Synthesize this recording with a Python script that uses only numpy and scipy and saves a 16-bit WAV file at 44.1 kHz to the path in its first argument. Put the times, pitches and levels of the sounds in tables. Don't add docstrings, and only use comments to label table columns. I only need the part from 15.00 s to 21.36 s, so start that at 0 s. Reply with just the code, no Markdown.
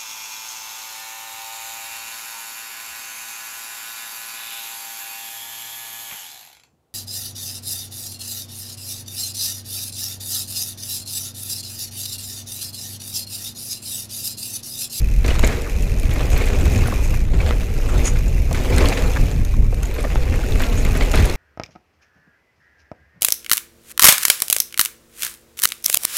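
import sys
import numpy as np
from scipy import signal
from scipy.fft import rfft, irfft, next_fast_len
from scipy.io import wavfile
from scipy.ndimage import uniform_filter1d, map_coordinates

SR = 44100
rng = np.random.default_rng(int(sys.argv[2]) if len(sys.argv) > 2 else 0)


def to_wav(sig):
    pcm = np.clip(np.atleast_2d(sig), -1, 1) * 32767
    pcm = np.round(pcm).astype(np.int16)
    wavfile.write(sys.argv[1], SR, pcm.T)


N = 280476
T = np.arange(N) / SR

# time_s, load_db
TYRE_LOAD = [(0, -12.5), (.22, -11.5), (.27, -3), (.48, 3), (.7, -5), (1.07, -4.5), (1.2, 1.5), (1.56, 3),
             (1.92, 1), (2.24, -10), (2.45, 3), (2.6, -2.5), (2.73, -6.5), (3.01, 5.5), (3.16, -7),
             (3.5, -7.5), (3.53, 0), (3.84, 9), (4.0, 4), (4.3, -3), (4.68, -14), (4.9, -2.5), (5.12, -2),
             (5.4, -0.5), (5.62, 3), (5.85, 0), (6.22, 7), (6.36, -0.5)]
# pitch_hz, level_db
GRIT_TONE = [(300, -38), (700, 0), (1000, -1), (1500, 1), (2100, 1), (2600, -3.5), (3200, -7), (4100, -8),
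             (4800, -11), (6500, -12), (9000, -17), (15500, -28.5)]
# pitch_hz, level_db
CLATTER_TONE = [(500, 7.5), (1200, -11.5), (2100, 14), (3000, 3), (4200, 5), (6000, -23), (15000, -28)]
# pitch_hz, width_hz, level_db
STEEL_RINGS = [(5960, 210, -11), (6750, 250, 11.5), (7850, 380, 1), (9200, 470, -5), (10000, 490, -4)]


def wind():
    # time_s, level_db
    airflow = [(0, -14.5), (.4, -16.5), (.66, -26.5), (.78, -18), (1.5, -16), (2.25, -15.5), (2.6, -17),
               (3.38, -14.5), (3.6, -18), (4.3, -20.5), (4.7, -15), (4.86, -21.5), (5.65, -18), (6.15, -17),
               (6.36, -23)]
    # time_s, buffet_rise_db, flutter_rise_db
    gusts = [(.19, 3, -3), (.44, 9, 3.5), (1.07, 4, 3), (1.28, -5, -1.5), (1.34, 6.5, 5.5), (1.649, 3.5, 5),
             (1.73, -2, 7), (1.82, 4.5, 4.5), (1.89, -7, 0), (2.345, 5.5, 7.5), (2.69, -8, 2),
             (2.98, 1.5, 4), (3.16, 1, 0.5), (3.52, -4.5, 4), (3.63, -2.5, 4.5), (3.745, 3, 10),
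             (3.83, 7.5, 11.5), (3.96, -3.5, 1), (4.06, 7, 8), (4.22, 9.5, 8), (4.3, -6, 2),
             (4.391, 5.5, 6.5), (4.6, 3.5, 6.5), (5.19, 9, -5), (5.33, 5.5, 9.5), (5.57, 5, 7.5),
             (5.79, 0.5, 6), (5.88, 2, 6.5), (6.05, 6, -0.5), (6.21, 8, 10.5)]
    # pitch_hz, level_db
    buffet_tone = [(8, -11.5), (18, -6), (28, 3.5), (48, -1.5), (65, -5), (90, -22.5), (150, -31),
                   (400, -82.5)]
    flutter_tone = [(35, -33.5), (60, -4.5), (80, 0.5), (110, -5.5), (160, -12.5), (230, -18.5), (400, -29),
                    (1000, -50.5), (4000, -91)]
    usual_flow_db, gust_half_width_s = -16, 0.033
    flow_db, = curves(airflow)
    buffet_db = flow_db + 0.68 * wobble(8.4)
    flutter_db = -24.5 + 0.76 * (flow_db - usual_flow_db) + 1.87 * wobble(18)
    for time_s, buffet_rise_db, flutter_rise_db in gusts:
        swell = np.exp(-.5 * ((T - time_s) / gust_half_width_s) ** 2)
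        buffet_db += buffet_rise_db * swell
        flutter_db += flutter_rise_db * swell
    buffet = amp(buffet_db) * swirls(buffet_tone, evenness=0.75)
    flutter = amp(flutter_db) * swirls(flutter_tone, evenness=0.58)
    return buffet + flutter


def tyres():
    # pitch_hz, level_db
    wall_tone = [(100, -7), (180, -5), (250, 0), (310, -3), (400, -0.5), (490, -2), (620, -5), (800, -7.5),
                 (1100, -24.5), (2500, -48.5)]
    # pitch_hz, width_hz, level_db
    hollow_rings = [(254.6, 24.6, 6.5), (393, 148, -1), (610, 65, -3.5)]
    tube_rings = [(1150, 430, 10.5), (1920, 210, -1), (2430, 310, 4.5), (3810, 350, -9.5),
                  (4180, 280, -9.5), (5460, 170, -6), (6380, 860, -6.5), (7900, 310, -9)]
    load_db, = curves(TYRE_LOAD)
    jolt_db = 0.92 * wobble(55)
    drum = unit(colour(grains(per_s=1500, spread_db=3), wall_tone))
    hum = unit(resonate(grains(per_s=2500, spread_db=1.5), hollow_rings))
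    rumble = amp(-34 + 0.91 * load_db) * (drum + amp(-3) * hum)
    grit = grains(per_s=2400, spread_db=6.5) + 0.45 * rng.standard_normal(N)
    clumps = crackle(per_s=130, fade_s=.009, spread_db=3.5)
    ground = unit(grit) + clumps
    crunch = unit(colour(ground, GRIT_TONE)) + amp(-8) * unit(resonate(ground, tube_rings))
    crunch = patchy(crunch, depth_db=3.2)
    crunch_db = -38 + load_db
    landing_db = np.interp(T - 0.05, T, crunch_db) - 6.5
    return amp(jolt_db) * (rumble + np.hypot(amp(crunch_db), amp(landing_db)) * crunch)


def bumps():
    # start_s, level_db, brightness_db, clang_hz, clang_offset_db, fade_s
    hits = [(0.244, -10.5, -2, 1980, -27, 0.058), (.279, -12, 0.5, 2440, -17, 0.064),
            (.304, -13.5, 1, 2970, -15, 0.044), (0.393, -15, 0, 1010, -17, 0.0091),
            (0.4326, -5.5, -4, 1610, -20, 0.06), (0.4386, -13.5, 1, 2135, -8.5, 0.079),
            (.487, -17, -1, 1690, -15, 0.088), (0.519, -18, 3, 1588, -19, .06),
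            (1.032, -23, -7, 2400, -12.5, 0.026), (1.111, -18.5, 2, 3340, -21, 0.03),
            (1.156, -17.5, 0, 2100, -22, 0.047), (1.205, -14.5, 0, 2320, -22, 0.042),
            (1.362, -15, 2, 2380, -14, 0.06), (1.41, -14.5, -3, 2190, -16, 0.058),
            (1.436, -20, 0, 2460, -17, 0.03), (1.473, -20, 6, 4100, -19, 0.03),
            (1.544, -19, -9, 2290, -17, 0.037), (1.653, -17, 1, 2320, -26, 0.034),
            (1.856, -17, -3, 1448, -15.5, 0.074), (1.923, -17.5, -9, 1050, -11.5, 0.053),
            (2.334, -19.5, -1, 848, -20, 0.037), (2.401, -21, 1, 2306, -7.5, 0.057),
            (3.157, -22.5, 2, 1440, -14, 0.025), (3.511, -17.5, -8, 1165, -24, 0.045),
            (3.545, -18, 7, 1360, -20, 0.043), (3.724, -14.5, -6, 2104, -14.5, .1),
            (3.781, -10, 3, 1776, -22, 0.021), (3.803, -11, -6.5, 1070, -22, 0.22),
            (3.857, -14, 1, 3000, -12, 0.023), (3.919, -14.5, -5, 827, -12, 0.044),
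            (3.925, -19.5, 4, 2480, -8, 0.032), (3.972, -15.5, 7, 2600, -14, 0.032),
            (4.723, -22, -11, 2485, -25, 0.041), (4.831, -23, 1, 1400, -14, 0.035),
            (4.981, -17, -3, 2380, -21, 0.068), (5.042, -21, -3, 1190, -16, 0.035),
            (5.047, -18.5, -13, 1860, -13.5, 0.019), (5.437, -24, -11, 1437, -13, 0.034),
            (5.603, -16, 3, 1870, -17, 0.031), (5.627, -22, 3, 2520, -21, 0.023),
            (5.636, -16.5, 5, 3100, -16.5, 0.016), (5.849, -14.5, -1.5, 2154, -17, 0.04),
            (5.948, -14.5, -0.5, 1530, -21.5, 0.059), (6.008, -11, -3, 2190, -20, 0.019),
            (6.021, -14, -3, 2170, -15, 0.041), (6.139, -12, -2, 3130, -21, 0.014),
            (6.1442, -6.5, 0, 630, -16, .035), (6.173, -14, 7, 1684, -20, 0.035),
            (6.195, -21.5, 7, 1857, -11, 0.024), (6.233, -22, -2, 2420, -9, 0.032),
            (6.246, -19, 3, 1650, -12, .03), (6.295, -14, 0, 2450, -21, .04)]
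    # pitch_hz, width_hz, level_db
    frame_rings = [(240, 45, 4.5), (428, 164, 5.5), (523, 220, 4.5), (655, 126, 1.5), (1180, 135, -11.5)]
    # pitch_ratio, level_db
    clang_notes = [(.68, -13), (1, 2.5), (1.09, -2.5), (1.84, -10.5)]
    out = np.zeros(N)
    for start_s, level_db, bright_db, clang_hz, clang_offset_db, fade_s in hits:
        thud = resonate(burst(1.11 * fade_s), frame_rings)
        clatter = colour(burst(fade_s), CLATTER_TONE)
        clang = ring(clang_hz, clang_notes, fade_s)
        spray = colour(burst(6.3 * fade_s), GRIT_TONE)
        add(out, start_s, level_db - 14.5 - 0.74 * bright_db, thud)
        add(out, start_s, level_db - 20 + bright_db, clatter)
        add(out, start_s, level_db + clang_offset_db, clang)
        add(out, start_s, level_db - 20.5 + bright_db, spray)
    return out


def stones():
    # start_s, level_db, pitch_hz, fade_s
    pops = [(1.206, -16.5, 1140, 0.012), (1.474, -19, 746, .02), (1.884, -14, 703, .02),
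            (2.509, -7.5, 1280, 0.01), (3.5129, -19, 1000, .009), (3.843, -12.5, 1090, .02),
            (5.0407, -15, 713, .016), (5.1576, -10, 851, 0.014), (5.6036, -13, 1530, 0.02),
            (6.0102, -12.5, 1980, 0.019), (6.022, -16, 800, 0.018), (6.1395, -8, 1360, 0.012)]
    # pitch_ratio, level_db
    knock_notes = [(.42, -9), (.68, -11), (1, -4.5), (1.55, -10), (2.3, -19)]
    crack_db, crack_fade_s = -14, 0.0078
    out = np.zeros(N + SR)
    t = T[:SR // 10]
    for start_s, level_db, pitch_hz, fade_s in pops:
        knock = sum(amp(db) * np.sin(2 * np.pi * pitch_hz * ratio * t) for ratio, db in knock_notes)
        knock *= amp(-60 * t / fade_s)
        crack = unit(colour(rng.standard_normal(len(t)), GRIT_TONE))
        crack *= amp(crack_db - 60 * t / crack_fade_s)
        out[round(start_s * SR):][:len(t)] += amp(level_db) * (knock + crack)
    return out[:N]


def freehub():
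    # time_s, clicks_per_s, level_db
    coasting = [(0, 71, -45.5), (.5, 99, -48), (1.15, 81, -46.5), (2.14, 108, -44), (2.3, 51, -54),
                (2.5, 108, -48.5), (3.25, 113.5, -48), (4.2, 105, -46), (4.7, 102, -53), (5.7, 91.6, -45.5),
                (6.36, 71, -44.5)]
    # pitch_hz, level_db
    catch_tone = [(800, -25.5), (1700, -30.5), (2150, 2.5), (2600, 11), (3100, 0.5), (3600, 3),
                  (4100, -2.5), (4800, 3), (6400, 6.5), (7800, -2), (9000, -2.5), (13000, -0.5),
                  (15500, -6.5)]
    # pitch_hz, width_hz, level_db
    spoke_rings = [(2096, 440, 8), (2380, 166, 6), (2610, 290, 1.5), (4100, 100, 4), (5480, 170, -12),
                   (7870, 250, -19)]
    rise_s, buzz_fade_s, ping_fade_s = 0.001, 0.041, 0.037
    clicks_per_s, level_db = curves(coasting)
    load_db, = curves(TYRE_LOAD)
    teeth_passed = np.cumsum(clicks_per_s * (1 + 0.0657 * wobble(45))) / SR
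    tooth = teeth_passed.astype(int)
    since_drop_s = (teeth_passed - tooth) / clicks_per_s
    size_db = 2.1 * rng.standard_normal(N)[tooth] + np.cos(np.pi * tooth)
    onset = (1 - np.exp(-since_drop_s / rise_s)) * amp(size_db)
    drops = onset * amp(-60 * since_drop_s / buzz_fade_s) * rng.standard_normal(N)
    ping_hz = 2501 * (1 + .06 * rng.standard_normal(N)[tooth])
    pings = onset * amp(-60 * since_drop_s / ping_fade_s) * np.sin(2 * np.pi * np.cumsum(ping_hz) / SR)
    buzz = amp(4.5) * unit(colour(drops, catch_tone))
    spokes = amp(2.5) * unit(resonate(drops, spoke_rings))
    return amp(level_db + 0.15 * load_db) * (buzz + spokes + amp(1.5) * unit(pings))


def tread():
    # time_s, pitch_hz, level_db
    tune = [(0, 466, -60), (.4, 487, -45), (.62, 472, -34), (.82, 446.6, -46), (1.05, 469.5, -45),
            (1.3, 498.6, -41), (1.75, 482, -37), (2.05, 484, -50), (2.27, 487, -53), (2.53, 494, -38),
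            (2.8, 454.3, -43.5), (3.0, 491.3, -36), (3.35, 488, -51.5), (3.75, 520, -32.5),
            (3.88, 471.4, -29.5), (4.15, 510, -36.5), (4.4, 489.4, -49), (4.65, 470, -60), (4.85, 466, -41),
            (5.35, 504, -42), (5.65, 471.8, -37), (5.87, 481.4, -40), (6.36, 499, -40)]
    # pitch_ratio, level_db
    parts = [(.85, -10), (1, 1.5), (1.25, -9.5)]
    fuzz_per_s = 75
    pitch_hz, level_db = curves(tune)
    phase = 2 * np.pi * np.cumsum(pitch_hz) / SR
    note = np.zeros(N)
    for ratio, db in parts:
        note += amp(db) * wobble(fuzz_per_s) * np.sin(ratio * phase)
        note += amp(db) * wobble(fuzz_per_s) * np.cos(ratio * phase)
    return amp(level_db) * unit(note)


def chain():
    # start_s, tap_db, ring_hz, ring_db
    clinks = [(0.262, -23, 5700, -27), (.28, -21.5, 6750, -36), (.393, -18.5, 6700, -25),
              (0.4457, -32, 6770, -15.5), (.467, -27, 13000, -24), (0.4743, -16.5, 7000, -24),
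              (0.6189, -27, 7700, -33), (0.8234, -26, 6600, -33), (0.9973, -27, 9570, -32),
              (1.032, -28, 4600, -43), (1.138, -29, 11480, -31), (1.3022, -27, 12660, -31),
              (1.3768, -26, 12800, -23), (1.457, -25, 7190, -33), (1.6545, -24, 7550, -36),
              (1.7765, -38, 6560, -24), (1.874, -27, 9550, -24.5), (2.0777, -34, 7640, -36),
              (3.281, -33, 6870, -29), (3.5283, -20.5, 7640, -31), (3.762, -21, 6900, -26),
              (3.7811, -16.5, 8140, -20), (3.855, -24, 4260, -18), (3.886, -15.5, 4330, -21),
              (4.449, -26.5, 6090, -32), (4.744, -30, 9300, -36), (4.8306, -23.5, 6430, -25),
              (4.8545, -29, 6740, -28), (4.94, -37, 12700, -30), (5.007, -30, 9900, -36),
              (5.027, -30, 8400, -30), (5.151, -32, 6820, -37), (5.6193, -24, 13050, -26),
              (5.8493, -24, 6895, -26), (5.97, -29, 10230, -26), (6.115, -20.5, 6910, -23),
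              (6.1567, -18.5, 3920, -23), (6.255, -21, 9050, -25.5), (6.2977, -22, 4340, -27)]
    # pitch_hz, level_db
    tap_tone = [(800, -2), (2200, 3), (4200, 8), (5200, 3.5), (6700, 7), (9000, 6), (11000, 3.5),
                (13000, 2.5), (16000, -11)]
    # pitch_ratio, level_db
    clink_notes = [(1, 1.5), (1.08, -1.5), (1.33, -15)]
    out = np.zeros(N)
    for start_s, tap_db, ring_hz, ring_db in clinks:
        add(out, start_s, tap_db - 11.5, colour(burst(fade_s=.008), tap_tone))
        add(out, start_s, ring_db - 11.5, ring(ring_hz, clink_notes, fade_s=.028))
    load_db, = curves(TYRE_LOAD)
    taps = crackle(per_s=55, fade_s=0.013, spread_db=2.5)
    ringing_taps = unit(colour(taps, tap_tone)) + 0.34 * unit(resonate(taps, STEEL_RINGS))
    return out + amp(-54.5 + 0.27 * load_db) * ringing_taps


def scrapes():
    # start_s, hold_s, level_db
    rubs = [(1.313, .022, -35), (1.727, 0.011, -38), (2.039, 0.013, -37), (3.056, 0.022, -23.5),
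            (5.779, 0.0095, -33)]
    # pitch_hz, level_db
    hiss_tone = [(1200, -5), (2200, 16), (4500, -3.5), (7000, 11), (10000, -2), (11500, -5), (15500, -25)]
    rise_db_per_s, fall_db_per_s = 1100, 550
    level = np.zeros(N)
    for start_s, hold_s, level_db in rubs:
        before_s = np.maximum(start_s - T, 0)
        after_s = np.maximum(T - start_s - hold_s, 0)
        level += amp(level_db - rise_db_per_s * before_s - fall_db_per_s * after_s)
    slips = rng.standard_normal(N) * amp(0.89 * wobble(260))
    return level * (unit(resonate(slips, STEEL_RINGS)) + amp(-4.5) * unit(colour(slips, hiss_tone)))


def rattle():
    clang_count, middle_hz, width_hz = 110, 1490, 130
    load_db, = curves(TYRE_LOAD)
    shakes = unit(colour(crackle(per_s=60, fade_s=0.03, spread_db=2), CLATTER_TONE))
    clangs = np.zeros(N)
    for when, pitch, size in rng.random((clang_count, 3)):
        pitch_hz = middle_hz * np.exp(0.98 * (2 * pitch - 1))
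        clang = resonate(burst(fade_s=0.046), [(pitch_hz, width_hz, 0)])
        add(clangs, when * N / SR, -49.5 + 4 * (2 * size - 1), clang)
    return amp(load_db) * (amp(-47.5) * shakes + clangs)


def ground_echo(x):
    delay_s, strength = .0065 + .0014 * wobble(4), amp(-10)
    echo = map_coordinates(x, [(T - delay_s) * SR])
    return (x + strength * echo) / np.hypot(1, strength)


def swirls(tone, evenness):
    flow = colour(rng.standard_normal(N), tone)
    power = np.abs(uniform_filter1d(np.abs(signal.hilbert(flow)) ** 2, size=3000))
    return unit(flow / power ** (evenness / 2))


def strike(fade_s):
    t, rise_s = T[:SR // 4], .0009
    return (1 - np.exp(-t / rise_s)) * amp(-60 * t / fade_s)


def burst(fade_s):
    return rng.standard_normal(SR // 4) * strike(fade_s)


def ring(pitch_hz, notes, fade_s):
    t = T[:SR // 4]
    ratio, db = np.transpose(notes)[:, :, None]
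    drift = np.cumsum(rng.standard_normal((len(notes), len(t))), axis=1) * .0016 * np.sqrt(pitch_hz)
    return np.sum(amp(db) * np.sin(2 * np.pi * pitch_hz * ratio * t + drift), axis=0) * strike(fade_s)


def grains(per_s, spread_db):
    clicks = (rng.random(N) < per_s / SR) * rng.choice([-1, 1], N)
    return clicks * amp(spread_db * np.clip(rng.standard_normal(N), -2, 2))


def crackle(per_s, fade_s, spread_db):
    fade = amp(-60 * T[:SR // 20] / fade_s)
    loudness = signal.fftconvolve(np.abs(grains(per_s, spread_db)), fade)[:N]
    return unit(loudness * rng.standard_normal(N))


def patchy(x, depth_db):
    spectra = signal.stft(x, nperseg=256)[2]
    patches = uniform_filter1d(rng.standard_normal(spectra.shape), size=5, axis=0)
    patches = uniform_filter1d(patches, size=7, axis=1)
    return unit(signal.istft(spectra * amp(depth_db * unit(patches)), nperseg=256)[1][:N])


def colour(x, tone):
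    size = 2 * next_fast_len(len(x) // 2 + 4096)
    hz = np.fft.rfftfreq(size, 1 / SR)
    pitch_hz, level_db = np.transpose(tone)
    gain = amp(np.interp(np.log(hz + 1), np.log(pitch_hz), level_db))
    folded = irfft(np.log(gain), size)
    folded[1:size // 2] *= 2
    folded[size // 2 + 1:] = 0
    return irfft(rfft(x, size) * np.exp(rfft(folded)), size)[:len(x)]


def resonate(x, rings):
    size = next_fast_len(len(x) + 4096)
    hz = np.fft.rfftfreq(size, 1 / SR)
    body = sum((-1) ** k * amp(db) * 1j * hz * width / (pitch ** 2 - hz ** 2 + 1j * hz * width)
               for k, (pitch, width, db) in enumerate(rings))
    return irfft(rfft(x, size) * body, size)[:len(x)]


def add(track, start_s, level_db, sound):
    part = track[max(round(start_s * SR), 0):][:len(sound)]
    part += amp(level_db) * sound[:len(part)] / np.std(sound[:SR // 100])


def curves(rows):
    times_s, *columns = np.transpose(rows)
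    return [np.interp(T, times_s, column) for column in columns]


def wobble(per_s):
    return map_coordinates(rng.standard_normal(int(N * per_s / SR) + 4), [T * per_s])


def amp(db):
    return 10 ** (np.asarray(db) / 20)


def unit(x):
    return x / np.sqrt(np.mean(x ** 2) + 1e-20)


def scene():
    mix = wind() + ground_echo(tyres() + rattle()) + tread() + freehub()
    return (mix + bumps() + stones() + chain() + scrapes())[None]


def record(dry):
    ceiling, top_hz = .88, 15600
    rounded = dry / (1 + np.abs(dry / ceiling) ** 6) ** (1 / 6)
    return irfft(rfft(rounded) * (np.fft.rfftfreq(N, 1 / SR) < top_hz), N)


dry = scene()
out = record(dry)
to_wav(out)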